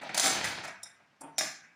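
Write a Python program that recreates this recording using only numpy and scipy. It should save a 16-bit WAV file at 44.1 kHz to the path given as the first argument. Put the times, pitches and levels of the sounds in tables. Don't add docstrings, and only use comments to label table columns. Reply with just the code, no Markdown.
import sys
import numpy as np
from scipy import signal
from scipy.fft import rfft, irfft
from scipy.io import wavfile
from scipy.ndimage import uniform_filter1d, map_coordinates

SR = 44100
rng = np.random.default_rng(int(sys.argv[2]) if len(sys.argv) > 2 else 0)


def to_linear_factor(level_db):
    exponent = np.asarray(level_db, float) / 20
    return 10 ** exponent


def dump_mix(stems):
    frames = np.atleast_2d(stems).T
    limited = np.clip(frames, -1, 1)
    pcm = np.round(limited * 32767).astype(np.int16)
    wavfile.write(sys.argv[1], SR, pcm)


N = 77175

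# start in seconds, direct level in dB of the thin bars, the lattice,
# the frame and the door leaf, rise time in seconds.
BLOW_ROWS = [(.011, -56.5, -44.5, -48, -57, 0.0056), (.032, -47.5, -68, -34, -47, 0.00039),
             (.092, -51.5, -34.5, -38.5, -43.5, 0.00067), (.1447, -27, -32.5, -34.5, -43, 0.00057),
             (.165, -34.5, -39, -54, -63, 0.0013), (.175, -22, -32, -30.5, -65, 0.0016),
             (.191, -52, -31, -65, -68, 0.00074), (.196, -18.5, -52, -31.5, -65, 0.00076),
             (.222, -28, -34.5, -34.5, -42.5, 0.021), (.438, -35, -32, -43.5, -53, 0.0071),
             (.632, -48, -43, -43, -57, .008), (.677, -62, -41.5, -42, -64, 0.0016),
             (.700, -79, -64, -53, -80, .004), (.830, -51, -68, -54.5, -70, 0.00058),
             (.858, -92.5, -51, -60.5, -73, 0.0026), (1.002, -93, -63, -63, -77, 0.0029),
             (1.3818, -25, -31, -33.5, -46.5, 0.00085), (1.408, -33, -29.5, -31, -42, 0.0012),
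             (1.628, -72, -58.5, -81, -80, 0.012)]
# frequency in Hz, relative level in dB.
BAR_RING = [(3942, -8.5, 0.031), (4085, -1, 0.12), (5020, 4.5, 0.013), (4900, -5.5, 0.12), (6210, 12, 0.09),
            (6830, 4, 0.024), (7330, 11, .04), (9770, -3, .03), (9300, -10.5, 0.036)]
BAR_COLOUR = [(1530, -30), (2600, -12.5), (3420, 1), (3950, 0.5), (4460, 1), (7310, -2), (9840, -3.5),
              (13500, -21), (15100, -10.5), (16000, -42)]
LATTICE_RING = [(1279, -1.5, 0.049), (1458, -5.5, .1), (1513, 0.5, 0.42), (1629, 4, 0.45),
                (1904, -14.5, 0.1314), (1920, 0, .14), (2005, 4, 0.14), (2216, 2.5, 0.15),
                (2273, 6.5, 0.18), (2518, 6.5, 0.2), (2758, 1, 0.11)]
LATTICE_COLOUR = [(530, -31), (900, -16.5), (1420, 3.5), (1760, 6.5), (2430, 5.5), (3500, -36), (4550, -34),
                  (7700, -120)]
FRAME_RING = [(605, -14.5, 0.18), (673, -1, 0.24), (695, -14.5, .06), (769, 20, 0.04), (851.5, 10, 0.067),
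              (912, 5, .06), (960, 8.5, 0.18)]
FRAME_COLOUR = [(250, -27), (420, -24.5), (668, 12), (921, -14), (1300, 3), (1690, -29), (2860, -120)]
LEAF_RING = [(85, -24, .15), (149, -3, .2), (192, -0.5, .15), (286, 3, .15), (320, -5, 0.095)]
LEAF_COLOUR = [(29, -45.5), (50, -36), (151, -16), (264, -1.5), (306, -8.5), (450, -7), (580, -16),
               (990, -120)]


def blows():
    bars = (BAR_RING, BAR_COLOUR, 0)
    lattice = (LATTICE_RING, LATTICE_COLOUR, 1)
    frame = (FRAME_RING, FRAME_COLOUR, 2)
    leaf = (LEAF_RING, LEAF_COLOUR, 3)
    return strike(BLOW_ROWS, [bars, lattice, frame, leaf], WALL_DB[0])


# start in seconds, direct level in dB of latch and jingle, rise time in seconds.
CLICK_ROWS = [(.677, -47.5, -56.5, 0.0016), (.8305, -38.5, -40.5, 0.0017), (1.3818, -25, -39, 0.00033),
              (1.387, -23, -33.5, 0.001)]
# mode in Hz, nominal level in dB, t60 in seconds; then crack colour in Hz, dB.
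LATCH_RING = [(3640, -0.5, 0.23), (3756, 1.5, 0.12), (5130, -12, 0.079), (5210, 8, 0.19), (5120, -3, 0.17),
              (5700, 9.5, .1), (5520, 5, 0.099), (6450, -25, 0.089), (6800, -1, 0.11), (7280, -1.5, 0.151),
              (9220, 2, 0.073), (10100, 1, 0.041), (12600, -12, .1)]
LATCH_COLOUR = [(1760, -61), (3000, -36), (3730, -8.5), (4350, -27), (5670, 3), (6350, -18), (7200, 6),
                (8110, -18.5), (9460, -7.5), (16000, -25.5)]


def clicks():
    latch = (LATCH_RING, LATCH_COLOUR, 4)
    jingle = (JINGLE_RING, JINGLE_COLOUR, 5)
    return strike(CLICK_ROWS, [latch, jingle], WALL_DB[1])


# start in seconds, direct level in dB of jingle and knock, rise time in seconds.
KNOCK_ROWS = [(1.207, -46.5, -44.5, 0.0043), (1.232, -57, -41.5, 0.0034), (1.266, -88, -48, 0.0071)]
# mode in Hz, nominal level in dB, t60 in seconds;
# then crack colour in Hz, dB.
JINGLE_RING = [(4700, -5.5, 0.064), (5800, -5, 0.046), (7100, -6, .04), (7500, 3, 0.12), (8300, -16, 0.04),
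               (8800, 2.5, 0.13), (8900, -2, 0.074), (11100, -17, 0.059)]
JINGLE_COLOUR = [(2350, -36), (4000, -21), (6510, -10.5), (7310, -13), (9330, 0), (12600, -22.5),
                 (16000, -29.5)]
KNOCK_RING = [(154.4, -4, 0.36), (281, 5, 0.3), (297, 4.5, 0.22), (594, -4.5, 0.11), (703, -2, .1),
              (830, -24, 0.062), (907, 8, 0.25), (1168, -4.5, 0.095), (1520, -17, .08), (2500, -9.5, 0.13)]
KNOCK_COLOUR = [(35, -62.5), (60, -23), (292, -10), (797, -2.5), (882, -4), (994, -7), (3500, -26),
                (4550, -79), (7700, -120)]


def knocks():
    jingle = (JINGLE_RING, JINGLE_COLOUR, 5)
    knock = (KNOCK_RING, KNOCK_COLOUR, 6)
    return strike(KNOCK_ROWS, [jingle, knock], WALL_DB[2])


def strike(rows, parts, wall_db):
    out = np.zeros(N + 2 * SR)
    for start_s, *levels_db, rise_s in rows:
        direct = sum(to_linear_factor(db) * clang(rise_s, *part) for db, part in zip(levels_db, parts))
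        sound = porch(direct, wall_db)
        out[round(start_s * SR):][:len(sound)] += sound
    return out[:N]


CRACK_OVER_RING_DB = [5.5, 6, 2, -1, -4, 3, -1]
CRACK_DECAY_S = [0.06, 0.1, 0.066, 0.28, 0.032, .03, 0.26]
DETUNING = [.015, .006, 0.012, 0.019, 0.00884, 0.0127, 0.0053]
HOLD_S, HOLD_RISES = 0.0017, 1.414
MODE_SCATTER_DB, CHATTER_DB = 1.5, 3


def clang(rise_s, modes, colour, part):
    t = np.arange(SR // 2) / SR
    rise_s = max(rise_s, 1 / SR)
    hold_s = rise_s * (1 + HOLD_RISES) + HOLD_S
    after = np.maximum(t - hold_s, 0)

    hz, db, t60 = np.transpose(modes * 3)[:, :, None]
    piece = np.repeat([-1, 0, 1], len(modes))[:, None]
    level_luck, pitch_luck, phase = rng.standard_normal((3, len(hz), 1))
    level = to_linear_factor(db + MODE_SCATTER_DB * level_luck - 60 * after / t60)
    tuned_hz = hz * (1 + DETUNING[part] * (piece + pitch_luck / 3))
    ring = (level * np.sin(2 * np.pi * (tuned_hz * t + phase))).sum(0)

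    chatter = to_linear_factor(CHATTER_DB * map_coordinates(rng.standard_normal(500), [t * 990]))
    crack = noise(colour, len(t)) * chatter * to_linear_factor(-60 * after / CRACK_DECAY_S[part])

    ring = ring / np.linalg.norm(ring)
    crack = to_linear_factor(CRACK_OVER_RING_DB[part]) * crack / np.linalg.norm(crack)
    both = np.minimum(t / rise_s, 1) * (ring + crack)
    return both / np.linalg.norm(both) * np.sqrt(hold_s * SR)


# time in seconds, level in dB before the trim.
DRAG_PATH = [(0.0, -48), (0.17, -42.5), (0.34, -33.5), (0.41, -36), (0.558, -40), (0.704, -52), (0.8, -88)]
# frequency in Hz, relative level in dB.
DRAG_SPECTRUM = [(29, -62), (50, -41), (81, -12), (284, -8), (439, -11), (884, -6), (1150, -13.5),
                 (1700, -9), (4450, -13.5), (16000, -56.5)]
DRAG_TRIM_DB, DRAG_GRIT_DB = -3, 3


def drag():
    s, db = np.transpose(DRAG_PATH)
    grit = map_coordinates(rng.standard_normal(200), [np.linspace(0, 199, N)])
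    path_db = np.interp(np.arange(N) / SR, s, db, right=-120)
    level_db = path_db + DRAG_TRIM_DB + DRAG_GRIT_DB * grit
    return porch(to_linear_factor(level_db) * noise(DRAG_SPECTRUM, N), WALL_DB[3])[:N]


SCRAPE_END_S, SCRAPE_END_DB, SCRAPE_SWELL_DB_PER_S = 1.382, -52.5, 499
SCRAPE_HZ, SCRAPE_WIDTH_HZ = 5900, 350


def scrape():
    left_s = SCRAPE_END_S - np.arange(N) / SR
    shape = [(-2, -60), (-1, -14), (0, 0), (1, -14), (2, -60)]
    band = [(SCRAPE_HZ + step * SCRAPE_WIDTH_HZ, db) for step, db in shape]
    level = to_linear_factor(SCRAPE_END_DB - SCRAPE_SWELL_DB_PER_S * np.abs(left_s))
    return (left_s > 0) * level * noise(band, N)


# frequency in Hz, t60 in seconds.
PORCH_DECAY = [(100, 0.7), (500, 0.22), (1500, 0.59), (3000, 0.43), (6000, 0.56), (8500, 0.39),
               (11000, 0.4), (15000, 0.38)]
WALL_DB = [-2.5, -9.5, -9, -4]
PORCH_DELAY_S, PORCH_BUILD_S = .014, 0.0027


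def porch(x, wall_db):
    hz, t, z = signal.stft(rng.standard_normal(SR), SR, nperseg=256)
    decay = to_linear_factor(-60 * t / along(PORCH_DECAY, hz)[:, None])
    tail = signal.istft(z * decay, SR, nperseg=256)[1][:SR]
    tail = tail * (1 - np.exp(-np.arange(SR) / SR / PORCH_BUILD_S))
    tail = to_linear_factor(wall_db) * tail / np.linalg.norm(tail)
    response = np.pad(tail, (round(PORCH_DELAY_S * SR), 0))
    response[0] = 1
    return signal.fftconvolve(x, response)


# frequency in Hz, relative level in dB.
AIR_COLOUR = [(15, -47), (25, -17.5), (97, -5.5), (200, -0.5), (229, -2.5), (405, -8), (463, -10),
              (641, -4), (936, -4.5), (5280, -9), (16000, -34.5)]


def air():
    return to_linear_factor(-66) * noise(AIR_COLOUR, N)


def noise(colour, size):
    gain = to_linear_factor(along(colour, np.fft.rfftfreq(size, 1 / SR)))
    return unit(irfft(rfft(rng.standard_normal(size)) * gain, size))


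def along(points, hz):
    f, v = np.transpose(points)
    return np.interp(np.log(hz + 1), np.log(f + 1), v)


def unit(x):
    return x / np.sqrt(np.mean(x ** 2) + 1e-20)


def scene():
    return (blows() + clicks() + knocks() + drag() + scrape() + air())[None]


# frequency in Hz, threshold in dB per bin.
NOISE_THRESHOLD = [(300, -100), (2000, -94.5), (5000, -78.5), (9000, -85.5), (14000, -93.5)]
DEEPEST_CUT_DB = -9


def suppress(x):
    hz, _, z = signal.stft(x, SR, nperseg=512)
    power = uniform_filter1d(np.abs(z) ** 2, size=9, axis=1)
    power = np.abs(uniform_filter1d(power, size=3, axis=2))
    gain = power / (power + to_linear_factor(2 * along(NOISE_THRESHOLD, hz))[:, None])
    return signal.istft(z * np.maximum(gain, to_linear_factor(DEEPEST_CUT_DB)), SR, nperseg=512)[1][:, :N]


def band_limit(x):
    return signal.sosfilt(signal.butter(12, 17000, fs=SR, output="sos"), x)


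def record(dry):
    bass_cut = signal.butter(4, 69, "high", fs=SR, output="sos")
    thin = signal.sosfilt(bass_cut, dry)
    return band_limit(suppress(thin))


dry = scene()
out = record(dry)
dump_mix(out)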